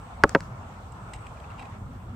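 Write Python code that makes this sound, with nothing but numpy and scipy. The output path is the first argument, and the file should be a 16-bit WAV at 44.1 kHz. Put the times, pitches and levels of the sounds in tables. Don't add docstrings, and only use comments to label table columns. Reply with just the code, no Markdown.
import sys
import numpy as np
from scipy import signal
from scipy.io import wavfile

SR = 44100
rng = np.random.default_rng(int(sys.argv[2]) if len(sys.argv) > 2 else 0)


def generate_wav(signal):
    frames = np.transpose(np.atleast_2d(signal))
    scaled = np.clip(frames, -1, 1) * 32767
    pcm = np.round(scaled).astype(np.int16)
    wavfile.write(sys.argv[1], SR, pcm)


def ratio_of_db(decibels):
    return 10 ** (np.asarray(decibels, float) / 20)


N = 94815


def rms_one(x):
    return x / np.sqrt(np.mean(x ** 2) + 1e-20)


def in_time(rows):
    s, value = np.transpose(rows)
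    return np.interp(np.arange(N) / SR, s, value)


def at_hz(points, hz):
    f, value = np.transpose(points)
    return np.interp(np.log(hz), np.log(f), value)


def drift(rate):
    r = np.exp(-80 * np.pi * rate / SR)
    draws = rng.standard_normal(N // 40 + 2002)
    slow = signal.lfilter([1], [1, -2 * r, r * r], draws)[2000:]
    return np.interp(np.arange(N) / 40, np.arange(len(slow)), rms_one(slow))


def ring(clicks, hz, t60):
    r, w = np.exp(-np.log(1000) / (t60 * SR)), 2 * np.pi * hz / SR
    return signal.lfilter([0, np.sin(w)], [1, -2 * r * np.cos(w), r * r], clicks + 1e-18)


def band_pass(x, order, low_hz, high_hz):
    return signal.sosfilt(signal.butter(order, [low_hz, high_hz], "band", fs=SR, output="sos"), x)


def dying(s, db, t60, low_hz, high_hz):
    after = np.arange(N) / SR - s
    noise = ratio_of_db(db - 60 * np.clip(after, 0, 1) / t60) * (after > 0) * rng.standard_normal(N)
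    return band_pass(noise + 1e-18, 2, low_hz, high_hz)


# (frequency [Hz], likeness [-1 to 1])
LIKENESS = [(60, 0.98), (180, 0.99), (550, 0.7), (1650, -0.19), (4970, -0.013), (15000, -0.16)]


def banded_noise(spectrum, patchy_db):
    lowest, highest = spectrum[0][0], spectrum[-1][0]
    edges = lowest * 2 ** np.arange(0, np.log2(highest / lowest) + .3, 1 / 3)
    out, together = 0, drift(3)
    white = rng.standard_normal((2, 2, N + 4000))
    for k, (low, high) in enumerate(zip(edges, np.minimum(edges[1:], .45 * SR))):
        mid, side = band_pass(white[k % 2], 2, low, high)[:, -N:]
        hz = np.sqrt(low * high)
        alike = np.clip(at_hz(LIKENESS, hz), -1, 1)
        flicker_db = patchy_db * (.3 * together + drift(10))
        stereo = np.sqrt(1 + alike) * mid + np.sqrt(1 - alike) * side * [[1], [-1]]
        out = out + ratio_of_db(at_hz(spectrum, hz) + flicker_db) * stereo
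    return rms_one(out)


# (time [s], level [dB])
RUMBLE_LEVEL = [(0.0, -41.5), (.15, -44), (0.3, -40.5), (.45, -38.5), (.6, -43), (.72, -42.5), (0.85, -42),
                (1.0, -41.5), (1.15, -43.5), (1.28, -43), (1.4, -44), (1.55, -40), (1.75, -43),
                (1.85, -36.5), (1.95, -40), (2.02, -41), (2.09, -38), (2.15, -40.5)]
# (frequency [Hz], density [dB per Hz])
RUMBLE_COLOUR = [(20, -27), (45, -5.5), (62, -1), (110, -2.5), (135, -8.5), (220, -11), (300, -21),
                 (420, -26)]


def road_rumble():
    return ratio_of_db(in_time(RUMBLE_LEVEL)) * banded_noise(RUMBLE_COLOUR, patchy_db=2.0)


# (time [s], level [dB])
WASH_LEVEL = [(0.0, -50.5), (0.14, -50), (0.27, -47.5), (0.99, -49.5), (1.3, -48.5), (1.59, -49),
              (1.76, -48.5), (1.8, -53.5), (1.95, -52.5), (2.15, -53.5)]
# (frequency [Hz], density [dB per Hz])
WASH_COLOUR = [(280, -19.5), (420, -11), (800, -3), (1200, -3), (1500, -14.5), (1950, -17), (3000, -23),
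               (5000, -36.5)]


def tyre_wash():
    return ratio_of_db(in_time(WASH_LEVEL) + 3.0) * banded_noise(WASH_COLOUR, patchy_db=2.0)


# (frequency [Hz], density [dB per Hz])
AIR_COLOUR = [(2500, -30), (4000, -4.5), (6500, 3.5), (8500, 3.5), (9500, -20.5), (12000, -9)]
AIR_DB, AIR_FOLLOWS = -72, 0.78


def bright_air():
    level_db = AIR_DB + AIR_FOLLOWS * (in_time(WASH_LEVEL) + 53.5)
    return ratio_of_db(level_db) * banded_noise(AIR_COLOUR, patchy_db=1.3)


# (frequency [Hz], density [dB per Hz])
HISS_COLOUR = [(3000, -1), (9000, -9), (13000, 1.5), (16400, -21)]
HISS_DB = -74.5


def microphone_hiss():
    return ratio_of_db(HISS_DB) * banded_noise(HISS_COLOUR, patchy_db=-1)


# (time [s], level [dB])
INSECT_LEVEL = [(0, -66.5), (.5, -76), (.9, -70.5), (1.2, -66), (1.5, -74.5), (1.9, -73.5), (2.15, -75)]
INSECT_HZ, INSECT_WIDTH_HZ = 8050, 800


def insects():
    b, a = signal.iirpeak(INSECT_HZ, INSECT_HZ / INSECT_WIDTH_HZ, fs=SR)
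    chorus = signal.lfilter(b, a, signal.lfilter(b, a, rng.standard_normal((2, N))))
    return ratio_of_db(in_time(INSECT_LEVEL) + drift(28)) * rms_one(chorus)


# (time [s], level [dB], lowest well-driven frequency [Hz], softness cut [Hz])
SHOVES = [
    [(0.2372, 8, 1560, 7000), (0.2379, -15, 1500, 3000), (0.23905, -4.5, 1560, 2570),
     (0.2407, 4, 533, 1360), (0.2430, -8.5, 250, 850), (0.2461, -27, 860, 2140), (0.2530, -8.5, 202, 730)],
    [(0.3496, -3, 1300, 4760), (0.3503, -5.5, 800, 2140), (0.3513, -11, 900, 2600),
     (0.3521, -17.5, 800, 1950), (0.35365, -1, 324, 1435), (0.3580, -12.5, 1310, 2500),
     (0.36185, -10, 302, 1080), (0.3686, -16.5, 248, 710)],
]
DIRECTION = [
    [1, 1, 1, -1, -1, -1, 1],
    [1, -1, 1, 1, 1, 1, -1, -1],
]
# (frequency [Hz], level [dB], t60 [s])
BOARD = [
    [(70, -26.5, .05), (310, -15, 0.063), (447, -8, 0.022), (560, -14, 0.07), (920, -12, 0.018),
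     (1100, -12.5, 0.027), (1310, -6, 0.015), (1560, -2.5, 0.0087), (1800, -18, .005), (2170, -16, 0.0048),
     (3090, -25, 0.0027), (4300, -21, 0.0026), (6100, -33, 0.0033), (7160, -22, 0.0032)],
    [(177, -6.5, 0.11), (280, -28, 0.07), (392, -3.5, 0.012), (543, -15, 0.046), (640, -12, 0.02),
     (814, -42, 0.0085), (957, -11, 0.029), (1340, -12, 0.02), (1543, -6, 0.012), (1060, -21.5, 0.014),
     (1910, -2.5, 0.0047), (2500, -18.5, 0.0087), (4500, -18.5, 0.0054), (5100, -17, 0.004)],
]
LOW_LOSS_DB_PER_OCT = 41
BOARD_LOW_HZ = [35, 131]
FLIP_HZ = [1950, 20000]
CRACK_DB, CRACK_T60_S, CRACK_HZ = [-38, -49], 0.0043, [14600, 13000]
FIBRE_DB, FIBRE_T60_S, FIBRE_HZ = [-39, -27], [0.08, 0.02], (1810, 4260)


def arrows():
    out = np.zeros(N)
    for k, (shoves, signs, modes) in enumerate(zip(SHOVES, DIRECTION, BOARD)):
        radiation = signal.butter(2, BOARD_LOW_HZ[k], "high", fs=SR, output="sos")
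        for (s, db, low_hz, soft_hz), sign in zip(shoves, signs):
            click, at = np.zeros(8192), int(s * SR)
            click[0] = sign * ratio_of_db(db)
            softness = signal.butter(4, soft_hz, fs=SR, output="sos")
            click = signal.sosfilt(np.vstack([radiation, softness]), click)
            for hz, mode_db, t60 in modes:
                loss_db = LOW_LOSS_DB_PER_OCT * max(np.log2(low_hz / hz), 0)
                phase = np.sign(FLIP_HZ[k] - hz)
                out[at:at + 8192] += phase * ratio_of_db(mode_db - loss_db) * ring(click, hz, t60)
        strike_s = shoves[0][0]
        out += dying(strike_s, CRACK_DB[k], CRACK_T60_S, 4000, CRACK_HZ[k])
        out += dying(strike_s, FIBRE_DB[k], FIBRE_T60_S[k], *FIBRE_HZ)
    return out


# (frequency [Hz], density [dB per Hz])
TREE_COLOUR = [(150, -16), (500, -23), (1500, 13), (3000, -11), (5000, -1), (8000, -2), (10000, -33),
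               (16000, -14)]
TREES_DB, TREES_WAIT_S, TREES_RISE_S, TREES_T60_S = [-41, -47], .03, 0.045, 0.4


def trees():
    t, power = np.arange(N) / SR, 0
    for shoves, db in zip(SHOVES, TREES_DB):
        after = np.clip(t - shoves[0][0] - TREES_WAIT_S, 0, None)
        swell = 1 - np.exp(-after / TREES_RISE_S)
        power = power + (ratio_of_db(db - 60 * after / TREES_T60_S) * swell) ** 2
    return np.sqrt(power) * banded_noise(TREE_COLOUR, patchy_db=1)


# (level [dB], left over right in the treble [dB])
CLAPS = [
    (-23.5, 6),
    (-31.5, 4),
]
# (frequency [Hz], level [dB], t60 [s])
CLAP_COLOUR = [
    [(1650, -0.5, 0.0045), (4600, -4.5, 0.0033), (5900, 1.5, 0.0018), (8000, -1.5, 0.0038),
     (11000, -12, .002), (14500, -19, .002), (3000, -23, 0.0024)],
    [(1740, 8.5, 0.0023), (2920, -9.5, 0.0072), (4330, 0, 0.0028), (5800, -2.5, 0.0027), (7700, -6, 0.0062),
     (12000, -29, 0.0022)],
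]
CLAP_S, CLAP_LAG_S, CLAP_SCATTER_DB = [0.2938, 0.4061], .00003, -17


def claps():
    out = np.zeros((2, N))
    for s, (db, pan_db), colour in zip(CLAP_S, CLAPS, CLAP_COLOUR):
        clicks = np.zeros((2, N))
        later, sizes = rng.integers(20, 90, 6), rng.normal(size=6)
        for ch, side in enumerate((1, -1)):
            at = int((s - side * CLAP_LAG_S / 2) * SR)
            clicks[ch, at] = -ratio_of_db(db)
            clicks[ch, at + later] = ratio_of_db(db + CLAP_SCATTER_DB) * sizes
        for k, (hz, mode_db, t60) in enumerate(colour):
            lean_db = np.array([[1], [-1]]) * pan_db * min(hz / 8000, 8000 / hz) ** 4
            out += (-1) ** k * ratio_of_db(mode_db + lean_db) * ring(clicks, hz, t60)
    return out


# (time [s], level [dB], main ring [Hz], length [s], bright share [dB])
TICKS = [(0.9206, -49, 7650, 0.0063, -6), (1.1350, -34.5, 2200, 0.004, -4), (1.1376, -41.5, 8160, 0.001, 0),
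         (1.139, -52.5, 2540, 0.026, 5), (1.267, -38.5, 2500, 0.004, -12), (1.37, -48, 2480, 0.0082, -17),
         (1.4000, -48, 2350, 0.0043, 0.5), (1.437, -48, 2680, 0.014, -20), (1.502, -45, 2700, .01, -6),
         (1.517, -45, 2040, 0.0048, -6), (1.579, -47, 2850, 0.021, -2), (1.594, -34.5, 2660, 0.009, -6),
         (1.604, -50, 2770, 0.013, 3), (1.622, -38.5, 2470, 0.0085, -5.5), (1.65, -44, 2450, 0.008, -4),
         (1.733, -61, 1940, 0.003, -8), (2.1400, -72, 3580, 0.014, 2)]
# (frequency [Hz], level [dB], t60 [s])
SHAFT = [(2820, -1, 0.0081), (3880, -8.5, 0.013), (5140, -7.5, 0.0088), (6440, -10, 0.0064),
         (8100, -2, 0.0041), (14500, -20, 0.003), (7700, -12, 0.0053)]
# (frequency [Hz], level [dB], t60 [s])
LOOSE_SHAFTS = [(1710, -4, 0.0055), (2080, -5.5, 0.0066), (3160, -0.5, 0.0056), (3860, -4, 0.0054),
                (4740, -7, 0.0036), (5840, -13, 0.0024), (7920, -9.5, 0.0031)]
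LOOSE_FROM_S, TICK_T60_S = 1.33, .008
FIRST_CLICK, TICK_CLICKS_PER_S, TICK_SPREAD = 4, 9000, .5
TICK_TAIL_DB, TICK_TAIL_T60_S, TICK_GRIT_DB = -18, .15, -34


def quiver():
    out, span = np.zeros((2, N + 8192)), np.arange(8192) / SR
    for s, db, hz, length, bright_db in TICKS:
        mid, side = rng.standard_normal((2, 8192))
        touching = rng.random(8192) < TICK_CLICKS_PER_S / SR
        shape = np.where(span < length, 1, ratio_of_db(TICK_TAIL_DB - 60 * span / TICK_TAIL_T60_S))
        burst = touching * shape * np.array([mid + TICK_SPREAD * side, mid - TICK_SPREAD * side])
        burst[:, 0] = FIRST_CLICK
        at = int(s * SR)
        out[:, at:at + 8192] += ratio_of_db(db + bright_db + TICK_GRIT_DB) * burst
        shared = SHAFT if s < LOOSE_FROM_S else LOOSE_SHAFTS
        for f, mode_db, t60 in [(hz, -bright_db, TICK_T60_S)] + list(shared):
            body = ring(ring(burst, f, t60), f, t60 / 4)
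            out[:, at:at + 8192] += ratio_of_db(db + bright_db + mode_db) * body / np.abs(body).max()
    return band_pass(out[:, :N], 4, 1400, 16000)


def scene():
    field = road_rumble() + tyre_wash() + bright_air() + microphone_hiss() + insects()
    return field + arrows() + trees() + claps() + quiver()


def band_limit(x):
    return signal.sosfilt(signal.butter(12, 16490, fs=SR, output="sos"), x)


def record(dry):
    top, cutoff_hz = 1.05, 16200
    rounded = np.clip(top * np.tanh(dry / top), -1, 1)
    top_cut = signal.cheby2(12, 60, cutoff_hz + 700, fs=SR, output="sos")
    mix = signal.sosfilt(top_cut, rounded)
    return band_limit(mix)


dry = scene()
out = record(dry)
generate_wav(out)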